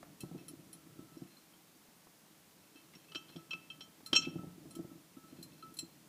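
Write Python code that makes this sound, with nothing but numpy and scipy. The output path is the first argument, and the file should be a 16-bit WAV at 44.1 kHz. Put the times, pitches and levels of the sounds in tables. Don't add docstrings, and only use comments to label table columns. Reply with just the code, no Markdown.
import sys
import numpy as np
from scipy import signal
from scipy.fft import rfft, irfft, next_fast_len
from scipy.io import wavfile
from scipy.ndimage import map_coordinates

SR = 44100
rng = np.random.default_rng(int(sys.argv[2]) if len(sys.argv) > 2 else 0)


def dump(signal):
    limited = np.clip(np.atleast_2d(signal).T, -1, 1)
    pcm = np.round(limited * 32767).astype(np.int16)
    wavfile.write(sys.argv[1], SR, pcm)


N = 268128
AGE = np.arange(SR // 2) / SR

# f/Hz, level/dB, time to fade by 60 dB/s
JAR_MODES = [(1309, 0, .24), (2632, 0, .09), (3060, -13, .05), (3120, -2, .07), (3195, -5, .06),
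             (3320, -9, .04), (4070, -4, .07), (4158, -2, .09), (4215, -11, .06), (5544, 0, .08),
             (5615, -14, .05), (5921, -14, .11), (6342, -17, .12), (6563, -23, .12), (6819, -17, .12),
             (7425, -8, .11), (7668, -3, .09), (8595, -10, .07), (8755, -12, .08), (9635, -11, .07),
             (9842, -1, .08), (11420, -16, .06), (11600, -15, .06), (11795, -10, .09), (14030, -19, .07),
             (14860, -17, .07)]
# f/Hz, level/dB
NUT_TONE = [(1310, -22.5), (2630, -15), (3150, -13.5), (4150, -16), (5550, -12.5)]
# f/Hz, share
HARDNESS_SHARE = [(3200, 0.026), (4150, 0.48), (5550, 0.96)]
# t/s, level/dB, shell f/Hz, hardness/dB, crack level/dB, ring length factor
NUT_HITS = [(2.757, -58.5, 2740, 0, -10, 2.7), (2.936, -71, 2080, -5, 10, .7),
            (2.951, -60.5, 2800, 23, -0.5, 0.75), (3.084, -61, 2550, -5, -12, 3.4),
            (3.118, -59, 3020, 0, 2.5, 1.9), (3.148, -47.5, 3120, -9, 2.5, 0.6),
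            (3.1544, -34.5, 3000, 2, -12, 1.3), (3.291, -61.5, 3270, 0, 1, .9),
            (3.36, -55, 3360, 4, -1.5, 1.8), (3.5072, -34, 2870, -2.5, -18, 1.5),
            (3.532, -30.5, 2480, -24, -17, .7), (3.7, -39.5, 2960, -9, -21, 1.27),
            (3.807, -45, 3280, 6.5, -8, 1.5), (4.1298, -24, 3200, 1, -7, 1.3),
            (4.151, -31, 3150, 17, -6, 1.4), (4.16, -17, 2835, 14, -19, 0.98)]
def nuts():
    out, hz = np.zeros(N), np.transpose(JAR_MODES)[0]
    dull_db = along([(5600, 0), (5900, -2), (6400, -3), (7400, -12), (7700, -19), (8700, -18),
                     (9800, -40), (11500, -28)], hz)
    for s, db, shell_hz, hard_db, crack_db, sustain in NUT_HITS + rattle():
        shell_db = 14.5 * near(hz, shell_hz, octaves=0.23)
        gains_db = along(NUT_TONE, hz) + shell_db + hard_db * along(HARDNESS_SHARE, hz) + dull_db + 2
        glass = ring(JAR_MODES, gains_db, attack_s=0.0031, sustain=sustain)
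        clink = glass + amp(crack_db + 4.5) * crack(shell_hz)
        add(out, s, amp(db) * in_room(clink, wet_db=-19.5))
    return out


def crack(shell_hz):
    colour = [(100, -15), (400, 3), (800, -4.5), (1150, 0), (1550, 0.5), (2000, -7), (2800, 3),
              (5200, -2.5), (7000, -15.5), (10000, -18.5), (15000, -30)]
    burst = noise(colour, len(AGE)) * fade(0.043)
    band = [(ratio * shell_hz, db) for ratio, db in [(.6, -60), (.93, -14), (1, 0), (1.07, -14), (1.6, -60)]]
    shell = noise(band, len(AGE)) * fade(0.049)
    return (burst + 0.97 * shell) * rise(0.00096)


def rattle():
    s, db, shell_hz, *_ = max(NUT_HITS, key=lambda nut: nut[1])
    length_s, fade_db_per_s, crack_db = 0.11, 64, -13.5
    taps = []
    for when, pitch in rng.random((7, 2)):
        delay_s = length_s * when
        tap_db = db - 21 - fade_db_per_s * delay_s
        tap_hz = shell_hz * 2 ** ((pitch - .5) / 2)
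        taps.append((s + delay_s, tap_db, tap_hz, 0, crack_db, 1))
    return taps


# f/Hz, level/dB, time to fade by 60 dB/s
BOARD_MODES = [(100.2, -21, 0.25), (157.2, -4, 0.14), (174.8, -3, 0.14), (271, 7.5, 0.063),
               (331.9, 2, 0.095), (355, 0, 0.027), (452, -15.5, 0.065), (640, -13, 0.056)]
# t/s, level/dB, boost of the higher board modes/dB
HEAVY_STEPS = [(0.231, -29, -5.5), (0.308, -34.5, -11), (0.345, -33, 0.5), (0.531, -51.5, 12.5),
               (0.988, -39, 1.5), (1.164, -45.5, 8), (1.214, -36, 1), (2.749, -52, 5.5), (2.954, -45.5, -1),
               (3.15, -46, 8.5), (3.354, -34, -0.5), (3.545, -46, 1), (4.125, -33.5, 8), (4.182, -35, 0.5),
               (4.267, -28, 1), (4.354, -31.5, -1), (4.385, -35, -6), (4.432, -33.5, -2), (4.468, -36, -11),
               (4.649, -39.5, -1), (4.761, -47.5, 12), (4.787, -33.5, 5), (4.842, -36.5, -8),
               (4.909, -39.5, -3), (4.947, -48, 3.5), (5.166, -47, 7), (5.235, -51, 4), (5.322, -45, 4),
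               (5.384, -40, 0), (5.823, -41.5, 3)]
def thuds():
    out, is_upper = np.zeros(N), np.transpose(BOARD_MODES)[0] > 220
    scuff_colour = [(25, -30), (90, 7.5), (300, 1.5), (700, 1.5), (1500, -25.5), (6000, -50.5)]
    push = 1 - np.exp(-(AGE / .006) ** 2)
    for s, db, upper_db in HEAVY_STEPS + patter():
        wood = amp(db - 2.5) * ring(BOARD_MODES, is_upper * upper_db, attack_s=0.00417, sustain=0.71)
        scuff = amp(db - 10.5) * fade(0.053) * noise(scuff_colour, len(AGE))
        glass = amp(db - 36) * ring(JAR_MODES[:1], [0], attack_s=0.0064)
        add(out, s, in_room((wood + scuff) * push + glass, wet_db=-13))
    return out


# f/Hz, level/dB
CLAW_TONE = [(1310, -13), (2630, -8.5), (3150, -6), (4150, -0.5), (5550, -3), (7600, -2.5), (9800, 0)]
# t/s, level/dB, brightness/(dB per octave), the spot's favourite f/Hz
CLAW_TAPS = [(0.205, -51.5, 2, 2630), (0.482, -55, 0.5, 10800), (.729, -59, 1.5, 10300),
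             (1.175, -71, -1, 5550), (1.369, -74, -9, 4150), (1.535, -75.5, -7.5, 3100),
             (4.061, -53, 2.5, 4480), (4.708, -60.5, -3.5, 9000), (4.751, -58.5, 5.5, 3300),
             (5.427, -60, 7.5, 4230), (5.625, -70.5, -14, 4150), (5.74, -69, 6, 11400),
             (5.768, -62.5, 8.5, 4150), (5.788, -47, -0.5, 4100), (5.789, -49.5, -0.5, 7860)]
def claws():
    out, hz = np.zeros(N), np.transpose(JAR_MODES)[0]
    tick_colour = [(500, -20), (3500, -3), (8700, 0), (15000, -3)]
    for s, db, bright_db, spot_hz in CLAW_TAPS:
        spot_db = 13.5 * near(hz, spot_hz, octaves=0.2) + 1.5 * rng.standard_normal(len(hz))
        gains_db = along(CLAW_TONE, hz) + bright_db * np.log2(hz / 5000) + spot_db + 1.5
        ping = ring(JAR_MODES, gains_db, attack_s=.001, sustain=1.1)
        tick = noise(tick_colour, len(AGE)) * fade(.07) * rise(.0015)
        add(out, s, amp(db) * in_room(ping + amp(bright_db + 2) * tick, wet_db=-18.5))
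    return out


# t/s, level/dB
PAW_BUMPS = [(0.308, -61), (.729, -71), (0.987, -61.5), (2.758, -66), (3.118, -59), (3.382, -58),
             (3.701, -55.5), (4.062, -57), (4.384, -52.5), (4.75, -58), (4.901, -63), (5.166, -59.5),
             (5.235, -57.5), (5.625, -49.5)]
def paws():
    out = np.zeros(N)
    for s, db in PAW_BUMPS:
        add(out, s, amp(db) * ring(JAR_MODES[:1], [0], attack_s=0.0022))
    return in_room(out, wet_db=-18)


# t/s, level/dB
SHELL_KNOCKS = [(.029, -46), (.034, -59), (1.54, -64), (1.885, -64), (2.07, -59), (3.298, -56),
                (4.005, -56.5)]
def shells():
    out = np.zeros(N)
    colour = [(150, -6), (600, -1), (1800, -11), (2600, -22.5), (14000, -38)]
    for s, db in SHELL_KNOCKS:
        add(out, s, amp(db) * noise(colour, len(AGE)) * fade(0.041))
    return in_room(out, wet_db=-12)


# start t/s, end t/s, level/dB
SCRATCH_SPELLS = [(.33, .4, -68), (1.1, 1.35, -73), (2.6, 3.12, -73), (3.28, 3.44, -68), (5.25, 5.6, -72)]
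def scratches():
    out, hz = np.zeros(N), np.transpose(JAR_MODES)[0]
    gains_db = along([(1300, -11), (2600, 4), (4100, 4), (5500, 3), (8000, -18), (12000, 9)], hz)
    skid_colour = [(300, -23), (1500, 16.5), (6000, -0.5), (15000, -28.5)]
    for start, end, db in SCRATCH_SPELLS:
        for s in rng.uniform(start, end, size=2 + int(20 * (end - start))):
            spot_db = 3 * rng.standard_normal(len(hz))
            skid = noise(skid_colour, len(AGE)) * fade(0.047)
            glass = ring(JAR_MODES, gains_db + spot_db, attack_s=0.0016, sustain=0.59)
            add(out, s, amp(db) * (glass + skid))
    return in_room(out, wet_db=-6)


# t/s, level/dB
ACTIVITY = [(0.0, -65), (.2, -63), (.4, -56.5), (.75, -63), (1.15, -64.5), (1.35, -73), (2.4, -72),
            (3.4, -66.5), (4.1, -67), (4.3, -56), (4.55, -59), (4.84, -58.5), (4.98, -68), (5.2, -71),
            (5.4, -60.5), (6.08, -65.5)]
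def patter():
    steps_per_s, scatter_db, upper_db = 9.7, 2, 9
    count = int(steps_per_s * N / SR)
    times = (np.arange(count) + rng.random(count)) / steps_per_s
    levels = np.interp(times, *np.transpose(ACTIVITY)) + 3 + scatter_db * rng.standard_normal(count)
    return [(s, db, upper_db) for s, db in zip(times, levels)]


# f/Hz, level/dB
MURMUR_TONE = [(24, -54), (40, -23), (129, -2), (156, 6.5), (230, -6.5), (282, -1), (323, 4), (374, -29),
               (411, -4), (477, -16.5), (608, -14), (1000, -38), (1300, -56.5), (2200, -120)]
def shuffle():
    level_db = np.interp(np.arange(N) / SR, *np.transpose(ACTIVITY)) + 0.5
    pushes = amp(2 * wobble(per_s=35))
    return amp(level_db) * unit(pushes * noise(MURMUR_TONE, N))


# t/s, level/dB
RIM_SLIDE = [(0.62, -82), (1.15, -73.5), (1.3, -94)]
def rub():
    level_db = np.interp(np.arange(N) / SR, *np.transpose(RIM_SLIDE), left=-120, right=-120)
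    tone = noise([(1000, -90), (1260, -22), (1309, 0), (1345, -5), (1400, -20), (1700, -90)], N)
    return amp(level_db) * tone


# f/Hz, level/dB
HUSH_TONE = [(15, -70), (25, -40.5), (75, -12), (86, -13), (122, -27), (178, 1), (289, -6), (331, -7.5),
             (666, -9), (945, -9.5), (1340, -12.5), (3830, -14.5), (13900, -17), (15500, -18.5)]
def hush():
    return amp(-64) * noise(HUSH_TONE, N)


# f/Hz, time to fade by 60 dB/s
ROOM_DECAY = [(150, 0.35), (1300, 0.56), (3000, 0.44), (7000, 0.27), (14000, 0.054)]
def in_room(x, wet_db):
    hz, t, spectrum = signal.stft(rng.standard_normal(len(AGE)), SR, nperseg=256)
    decay = np.exp(-np.log(1000) * t / along(ROOM_DECAY, hz)[:, None])
    tail = signal.istft(spectrum * decay, SR, nperseg=256)[1][:len(AGE)]
    tail *= rise(.01)
    return x + amp(wet_db) * signal.fftconvolve(x, tail / np.linalg.norm(tail))[:len(x)]


def ring(modes, gains_db, attack_s, sustain=1):
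    chance = rng.standard_normal((len(modes), 2))
    tones = sum(amp(db + gain + stray_db) * fade(t60 * sustain) * np.sin(2 * np.pi * hz * AGE + np.pi * phase)
                for (hz, db, t60), gain, (stray_db, phase) in zip(modes, gains_db, chance))
    return tones * rise(attack_s)


def noise(colour, size):
    gains = amp(along(colour, np.fft.rfftfreq(size, 1 / SR)))
    return unit(irfft(rfft(rng.standard_normal(size)) * gains, size))


def rise(attack_s):
    return 1 - np.exp(-AGE / attack_s)


def fade(t60):
    return np.exp(-np.log(1000) * AGE / t60)


def wobble(per_s):
    return map_coordinates(rng.standard_normal(int(N * per_s / SR) + 4), [np.arange(N) * per_s / SR])


def near(hz, centre_hz, octaves):
    return np.exp(-(np.log2(hz / centre_hz) / octaves) ** 2)


def along(points, hz):
    f, values = np.transpose(points)
    return np.interp(np.log(hz + 1), np.log(f + 1), values)


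def amp(db):
    return 10 ** (np.asarray(db) / 20)


def unit(x):
    return x / np.sqrt(np.mean(x ** 2) + 1e-20)


def add(track, s, x):
    part = track[round(s * SR):][:len(x)]
    part += x[:len(part)]


def scene():
    glass = nuts() + claws() + paws() + scratches() + rub()
    return (glass + shells() + thuds() + shuffle() + hush())[None]


def record(dry):
    size = next_fast_len(N + SR // 2)
    audible = np.fft.rfftfreq(size, 1 / SR) < 15550
    return irfft(rfft(dry, size) * audible, size)[:, :N]


dry = scene()
out = record(dry)
dump(out)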